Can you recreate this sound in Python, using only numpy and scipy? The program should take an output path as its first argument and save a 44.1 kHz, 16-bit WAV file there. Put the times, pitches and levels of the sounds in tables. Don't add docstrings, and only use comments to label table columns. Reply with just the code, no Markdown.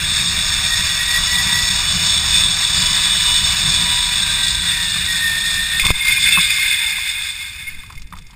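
import sys
import numpy as np
from scipy import signal
from scipy.fft import rfft, irfft, next_fast_len
from scipy.io import wavfile
from scipy.ndimage import uniform_filter1d

SR = 44100
rng = np.random.default_rng(int(sys.argv[2]) if len(sys.argv) > 2 else 0)


def nominal_scale(level):
    x = np.asarray(level, float) / 20
    return 10 ** x


def generate_wav(signal):
    frames = np.transpose(np.atleast_2d(signal))
    scaled = np.clip(frames, -1, 1) * 32767
    pcm = np.round(scaled).astype(np.int16)
    wavfile.write(sys.argv[1], SR, pcm)


N = 368235
T = np.arange(N) / SR
HOLD_RATE = 12000
BRAKE_S = 5.797


def noise():
    return rng.standard_normal(N)


def unit(x):
    return x / np.sqrt(np.mean(x ** 2))


def smooth_twice(x, size):
    return uniform_filter1d(uniform_filter1d(x, size), size)


def walk(rate):
    hold = int(SR / rate)
    levels = rng.standard_normal(N // 100)[:N // hold + 1]
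    return unit(smooth_twice(np.repeat(levels, hold), hold)[:N])


def ring(x, modes):
    size = next_fast_len(N)
    f = np.arange(size * HOLD_RATE // (2 * SR)) * SR / size
    power = 0
    for hz, width, db in modes:
        detune = (f - hz ** 2 / (f + 1)) / width
        power = power + (nominal_scale(db) / (1 + detune ** 2)) ** 2
    return irfft(rfft(x, size)[:len(f)] * np.sqrt(power), size)[:N]


def columns(table):
    s, *cols = np.transpose(table)
    return [np.interp(T, s, c) for c in cols]


def window(s, length, edge_s):
    return np.clip(np.minimum(T - s, s + length - T) / edge_s, 0, 1)


def gate(events, edge_s):
    return sum(nominal_scale(db) * window(s, length, edge_s) for s, length, db in events)


def add(out, s, x):
    i = int(s * SR)
    out[i:i + len(x)] += x[:N - i]


# time in seconds, beat in Hz.
STRAND_BEAT = [(0, 924), (.66, 935), (.85, 955), (1.32, 964), (1.67, 961), (2.2, 998.6), (3.6, 985),
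               (4.3, 968), (5.05, 953), (5.2, 920), (5.79, 909), (6.2, 743.4), (6.5, 591), (6.95, 411.3),
               (7.4, 268.4), (7.8, 149.4), (8.35, 60)]


def strand_hz():
    return columns(STRAND_BEAT)[0]


# start in seconds, length in seconds, rise in dB.
GUSTS = [
    (-.1, 0.81, 2.5),
    (1.312, 0.55, 2),
    (1.994, .7, 0),
    (3.5, 0.58, 1.5),
    (5.302, 0.56, -1),
    (6.0, .5, 2),
    (7.55, 0.57, 3.5),
]


def airflow(swing):
    hz = strand_hz()
    gusts_db = sum(db * window(s, length, 0.18) for s, length, db in GUSTS)
    full_speed_db, shelter_db, sway_db = -31, -2.5, -44.5
    moving = nominal_scale(full_speed_db + shelter_db * swing) * (hz / hz.max()) ** 1.9
    return gusts_db + 20 * np.log10(np.hypot(moving, nominal_scale(sway_db)))


# centre in Hz, width in Hz, level in dB.
DEEP_RUMBLE = [(30.3, 22, 0.5), (65, 59.6, -1)]
# centre in Hz, width in Hz, level in dB.
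CAVITY_HUM = [(126, 57, -1.5), (174.2, 42.5, 2), (334, 280, -21.5)]


def wind(db):
    gust = 1.3 * walk(13)
    deep_db = 0.87 * (db + 30.0) - 30.0 + gust
    deep = nominal_scale(deep_db) * unit(ring(noise(), DEEP_RUMBLE))
    hum_db = 1.62 * (db + 29.5) - 32.5 + gust + 1.4 * walk(16)
    return deep + nominal_scale(hum_db) * unit(ring(noise(), CAVITY_HUM))


# start in seconds, length in seconds, level in dB.
SCUFFS = [
    (5.82, .1, -33.5),
    (5.93, 0.196, -43),
    (7.89, 0.068, -48),
    (8.12, .09, -48.5),
    (8.29, .06, -53),
]
# centre in Hz, width in Hz, level in dB.
SCUFF_COLOUR = [(1040, 390, 3), (1820, 710, -5.5), (3400, 1800, -13)]


def scuffs():
    return gate(SCUFFS, 0.009) * nominal_scale(4.2 * walk(250)) * unit(ring(noise(), SCUFF_COLOUR))


# time in seconds, signed size,
# length in seconds.
JOLTS = [(5.83, 0.15, 0.014), (5.855, -0.15, 0.00069), (5.863, -0.31, 0.004), (5.905, -0.55, 0.00062),
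         (5.884, 0.06, 0.013), (5.908, 0.56, 0.0058), (5.945, -0.08, .04), (7.684, -0.022, 0.041),
         (7.75, 0.045, 0.035), (7.793, -0.054, 0.022), (7.976, .07, 0.015), (8.015, -0.07, 0.013),
         (8.053, .065, 0.012), (8.1, 0.01, .008), (8.17, .03, .015), (8.189, -0.032, 0.011),
         (8.263, .025, 0.026)]


def jolts():
    return sum(push * np.exp(-(2 * (T - s) / length) ** 2) for s, push, length in JOLTS)


def strike_time():
    return np.arange(int(.15 * SR)) / SR


def ping(hz, t60, rough=0.25, rise=0.00022):
    t = strike_time()
    rattle = smooth_twice(rng.standard_normal(len(t)), 80) * np.sqrt(120)
    envelope = (1 - np.exp(-t / rise)) ** 2 * 1000 ** (-t / t60)
    return envelope * (1 + rough * rattle) * np.sin(2 * np.pi * hz * t)


def crack(t60):
    t = strike_time()
    scratch = np.diff(uniform_filter1d(rng.standard_normal(len(t) + 1), size=5))
    return (1 - np.exp(-t / 0.00045)) * 1000 ** (-t / (1.9 * t60)) * scratch


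# time in seconds, peak in dB, ring in Hz, thud in dB.
KNOCKS = [(4.96, -18, 1190, -54), (5.841, -15, 1030, -20), (5.856, -15, 1150, -22),
          (5.883, -18, 1160, -16.5), (5.903, -11.5, 999, -16), (6.054, -24, 1170, -37),
          (6.181, -23, 1080, -34), (6.373, -6, 1100, -15), (6.384, -10.5, 1080, -20),
          (6.584, -19.5, 1130, -33), (6.983, -18.5, 1040, -47), (7.413, -29, 1160, -43),
          (7.836, -32, 1120, -53), (7.902, -24, 1030, -53), (7.925, -36, 990, -52),
          (8.124, -23.5, 1190, -29), (8.135, -21.5, 999, -39), (8.167, -32, 1240, -51),
          (8.196, -44, 1190, -33), (8.301, -41, 980, -45)]


def knocks():
    out = np.zeros(N)
    t60 = 0.023
    for s, db, hz, thud_db in KNOCKS:
        case = ping(hz, t60, rise=0.00086)
        case += nominal_scale(-8) * ping(1.3 * hz, t60, rise=0.0013)
        case += nominal_scale(-24) * ping(0.79 * hz, t60, rise=0.002)
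        case += nominal_scale(-12) * ping(1.93 * hz, 0.55 * t60, rough=0.99)
        add(out, s, nominal_scale(db + 3) * case)
        add(out, s, nominal_scale(thud_db + 0.5) * ping(171, 0.085, rise=0.0039))
    return out


# time in seconds, peak in dB, mid ring in dB, bright ring in dB.
CLINKS = [(5.7967, -8.5, 5, -12), (5.8516, -10, -2, -9), (5.8656, -6.5, -1, -12), (5.904, -15.5, 9, -10),
          (7.8344, -33, 2, -13), (7.862, -43, 0, -4), (7.9, -38, 3.5, -7), (7.9234, -37.5, -3, -5),
          (7.9533, -38, 2, -7), (7.9764, -42, 8, -1), (7.9962, -45, 0, 0), (8.0192, -37.5, -2, -1.5),
          (8.0711, -39, -14, -11), (8.104, -48, -5, -2), (8.1259, -33.5, -7, -16), (8.1354, -49, 3, -8),
          (8.1534, -41, -3, -7), (8.1654, -45, 7, -9), (8.1724, -42, -12, -2), (8.1858, -32, -4, -9),
          (8.2117, -44, -10, -11), (8.2214, -38, -6, -11), (8.2671, -43, -3, -2), (8.3075, -38, -10, -8)]


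def clinks():
    out = np.zeros(N)
    t60 = 0.033
    for s, db, mid_db, bright_db in CLINKS:
        mid = 0.63 * t60
        mid_ring = ping(2158, mid) + nominal_scale(-1.0) * ping(2464, t60)
        add(out, s, nominal_scale(db) * (ping(3545, t60) + nominal_scale(mid_db) * mid_ring))
        bright = ping(4800, t60) + ping(5430, t60) + nominal_scale(12.5) * crack(t60)
        add(out, s, nominal_scale(db + bright_db + 3.0) * bright)
    return out


# start in seconds, end in seconds, start in Hz, end in Hz, level in dB.
WHISTLES = [(.25, 0.758, 1206, 1215, -43.5), (0.306, 1.2, 1550, 1580, -44), (1.329, 1.563, 1825, 1850, -36),
            (2.27, 2.45, 2506, 2510, -30.5), (2.7, 2.94, 4910, 4800, -25), (3.48, 3.658, 4790, 4800, -32),
            (3.9, 4.1, 4900, 4850, -30), (4.121, 4.733, 1572, 1580, -34.5), (4.15, 4.71, 3860, 3920, -28),
            (4.661, 5.04, 1836, 1768, -30), (4.93, 5.35, 1550, 1500, -41), (5.97, 5.977, 2500, 2470, -28),
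            (6.0, 6.051, 2150, 2150, -27), (6.052, 6.082, 2520, 2550, -24), (6.066, 6.1, 2132, 2135, -13.5),
            (6.118, 6.136, 2194, 2170, -15.5), (6.165, 6.19, 2420, 2450, -15), (.1, 0.324, 3700, 3730, -24),
            (2.3, 2.473, 3580, 3464, -16.5), (6.22, 6.279, 3526, 3523, -17.5),
            (6.31, 6.4, 2684, 2570, -16.5), (7.668, 7.7, 2124, 2200, -26), (7.972, 7.99, 2110, 2180, -35)]


def whistles():
    out = np.zeros(N)
    waver, flicker_db = 1 + 0.0027 * walk(25), 2.7 * walk(60)
    for start, end, start_hz, end_hz, db in WHISTLES:
        span = slice(int(start * SR), int(end * SR))
        part = (T[span] - T[span][0]) / (end - start)
        hz = (start_hz + (end_hz - start_hz) * part) * waver[span]
        swell = np.sqrt(2 * np.abs(np.sin(np.pi * part)))
        tone = np.sin(2 * np.pi * np.cumsum(hz) / SR)
        add(out, start, nominal_scale(db + flicker_db[span]) * swell * tone)
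    return out


def beat():
    waver = 1 + .004 * walk(30) + 0.005 * walk(10)
    return 2 * np.pi * np.cumsum(strand_hz() * waver) / SR


# peak in Hz, width in Hz, rolling dB, braked dB.
PARTIALS = [
    (985, 16, -41.5, -59.5),
    (1940, 120, -43.5, -45),
    (2953, 46, -33.5, -48),
    (3860, 90, -45, -48),
]
# start in seconds, length in seconds, level in dB.
SINGING = [(.1, 0.71, -43), (0.702, .13, -28), (.86, 0.27, -33), (1.06, 0.15, -27.5), (1.26, .11, -24.5),
           (1.35, 0.083, -23), (1.44, 0.11, -33), (1.52, 0.14, -25), (1.62, .15, -26), (3.847, 0.34, -37.5),
           (4.6, 0.27, -32.5), (5.06, 0.99, -25)]


def strands(phase):
    turn = 1 + 0.38 * np.cos(phase / 16)
    hz = strand_hz()
    rolling = T < BRAKE_S
    glide = nominal_scale(1.8 * walk(6) + 3.3 * walk(22) - 1.5)
    glide *= np.clip((T - BRAKE_S) / .5, 0, 1) * np.clip((7.0 - T) / .12, 0, 1)
    out = 0
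    for k, (peak_hz, width, db, braked_db) in enumerate(PARTIALS, 1):
        free = nominal_scale(db + 3.2 * walk(8)) / np.hypot(1, (k * hz - peak_hz) / width)
        gain = np.where(rolling, free, nominal_scale(braked_db) * glide)
        if k == 2:
            gain = gain + gate(SINGING, .035) * nominal_scale(3.2 * walk(27.98) - 0.5) * rolling
        out = out + np.sqrt(2) * gain * nominal_scale(1.48 * walk(30)) * turn * np.sin(k * phase)
    return out


# centre in Hz, width in Hz, level in dB.
FREE_MODES = [
    [(3444, 99, -1.5), (3593, 140, -0.5), (3744, 350, -7)],
    [(637, 36, -7.5), (765, 18, -5.5), (985, 84, -4), (1170, 256, -4), (977, 820, -11.5)],
    [(1470, 300, -11), (1550, 200, -7), (1725, 190, -3), (1901, 67, -0.5), (2190, 330, -4),
     (2411, 117, 1.5), (2605, 100, -0.5), (2780, 400, -7)],
    [(4300, 170, -12.5), (4443, 190, -6.5), (4800, 140, -7), (5210, 920, -10.5), (5410, 117, -0.5),
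     (6300, 440, -24)],
]
# centre in Hz, width in Hz, level in dB.
BRAKED_MODES = [
    [(3453, 240, -6), (3558, 134, 4), (3700, 460, -9.5)],
    [(914, 106, -0.5), (1080, 330, -5.5), (1240, 190, -2), (895, 640, -13.5)],
    [(1540, 150, -15), (1670, 250, -9.5), (1850, 72, -10), (2135, 103, 2.5), (2340, 450, -8),
     (2470, 150, -3.5), (2550, 120, -4.5), (2840, 320, -15)],
    [(4400, 200, -21), (4380, 300, -4), (4800, 340, -2.5), (5125, 130, 0), (5345, 350, -5),
     (5900, 900, -13.5)],
]
# centre in Hz, width in Hz, level in dB.
TURNED_RIMS = [(4310, 240, -4.5), (4320, 250, -5.5), (4800, 170, -1), (5180, 270, -4), (5380, 260, -3.5),
               (5900, 900, -13.5)]
# level in dB, share of load, change by swing in dB.
FREE_LEVELS = [
    (-18, 1.11, -1.5),
    (-35.5, 0.43, -7),
    (-26.5, 0.17, -1.5),
    (-22, 0.1, -7.5),
]
# level in dB, share of load, change by swing in dB.
BRAKED_LEVELS = [
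    (-16, 1.12, -4),
    (-45, 0.61, 0.5),
    (-23.5, 0.92, 3),
    (-28.5, 1, 0.5),
]
OVERTONE_LEVELS = -25.5, -29, -24, -18


def trolley(load_db, swing, phase):
    judder = 0.033 * walk(15) + 0.37 * walk(45) + 0.63 * walk(150)
    braked = np.clip((T - BRAKE_S) / 0.0034, 0, 1)
    swung = np.clip(1.2 * swing, 0, 1)
    overtones = sum(nominal_scale(1.8 * walk(20)) * np.sin(k * phase) for k in range(4, 9))
    overtones = overtones * np.interp(T, (BRAKE_S, 6.0, 7.2, 7.6), (.3, 1, 1, .1))
    judder = judder * (1 + 0.35 * braked)

    def gain(db, share, swing_db):
        return nominal_scale(db + 1.2 + share * load_db + swing_db * swing)

    out = 0
    parts = zip(FREE_MODES, BRAKED_MODES, FREE_LEVELS, BRAKED_LEVELS, OVERTONE_LEVELS)
    for free, pressed, free_level, pressed_level, overtone_db in parts:
        contact = (noise() + nominal_scale(overtone_db) * overtones) * nominal_scale(judder + 1.05 * walk(25))
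        rolling = unit(ring(contact, free))
        if free is FREE_MODES[-1]:
            rolling = (1 - swung) * rolling + swung * unit(ring(contact, TURNED_RIMS))
        scraping = unit(ring(contact, pressed))
        out = out + (1 - braked) * gain(*free_level) * rolling
        out = out + braked * gain(*pressed_level) * scraping
    return out


# time in seconds, wheel load in dB, swing of the rider off the trolley (0-1).
RIDE = [(0, -2.5, 0.36), (1.1, -2.5, 0), (2.0, -0.5, 0), (2.45, 0, 0.01), (3.0, 1, 0), (3.7, 2, 0.21),
        (4.3, -0.5, 0.45), (4.95, -3, 0.68), (5.78, -2.5, 0.9), (5.81, -2, 1.3), (6.15, 1, 1.16),
        (6.4, 1.5, 0.8), (6.56, 0, 0.89), (7.05, -4.5, 1.2), (7.3, -8, 0.47), (7.7, -16.5, 1.2),
        (8.1, -38, 1), (8.35, -34, 0.9)]


def scene():
    load_db, swing = columns(RIDE)
    phase = beat()
    since_duck = T - 5.915
    duck = nominal_scale(-10 * np.clip(np.minimum(since_duck / 0.005, 1 - since_duck / 0.16), 0, 1))
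    steady = wind(airflow(swing)) + strands(phase) + trolley(load_db, swing, phase)
    mix = duck * steady + scuffs() + jolts() + knocks() + clinks() + whistles()
    return mix[None]


def band_limit(x):
    return signal.sosfilt(signal.butter(12, 16300, fs=SR, output="sos"), x)


def record(dry):
    carrier_rate = 48000
    slow = signal.resample_poly(dry[0], HOLD_RATE, SR)
    slow = slow / (1 + np.abs(slow / .84) ** 6) ** (1 / 6)
    held = np.repeat(slow, carrier_rate // HOLD_RATE)
    x = signal.resample_poly(held, SR, carrier_rate)[None, :N]
    top_cut = signal.ellip(14, .3, 70, 15275, fs=SR, output="sos")
    x = signal.sosfilt(top_cut, x)
    mix = np.pad(x, ((0, 0), (0, N - x.shape[1])))
    return band_limit(mix)


dry = scene()
out = record(dry)
generate_wav(out)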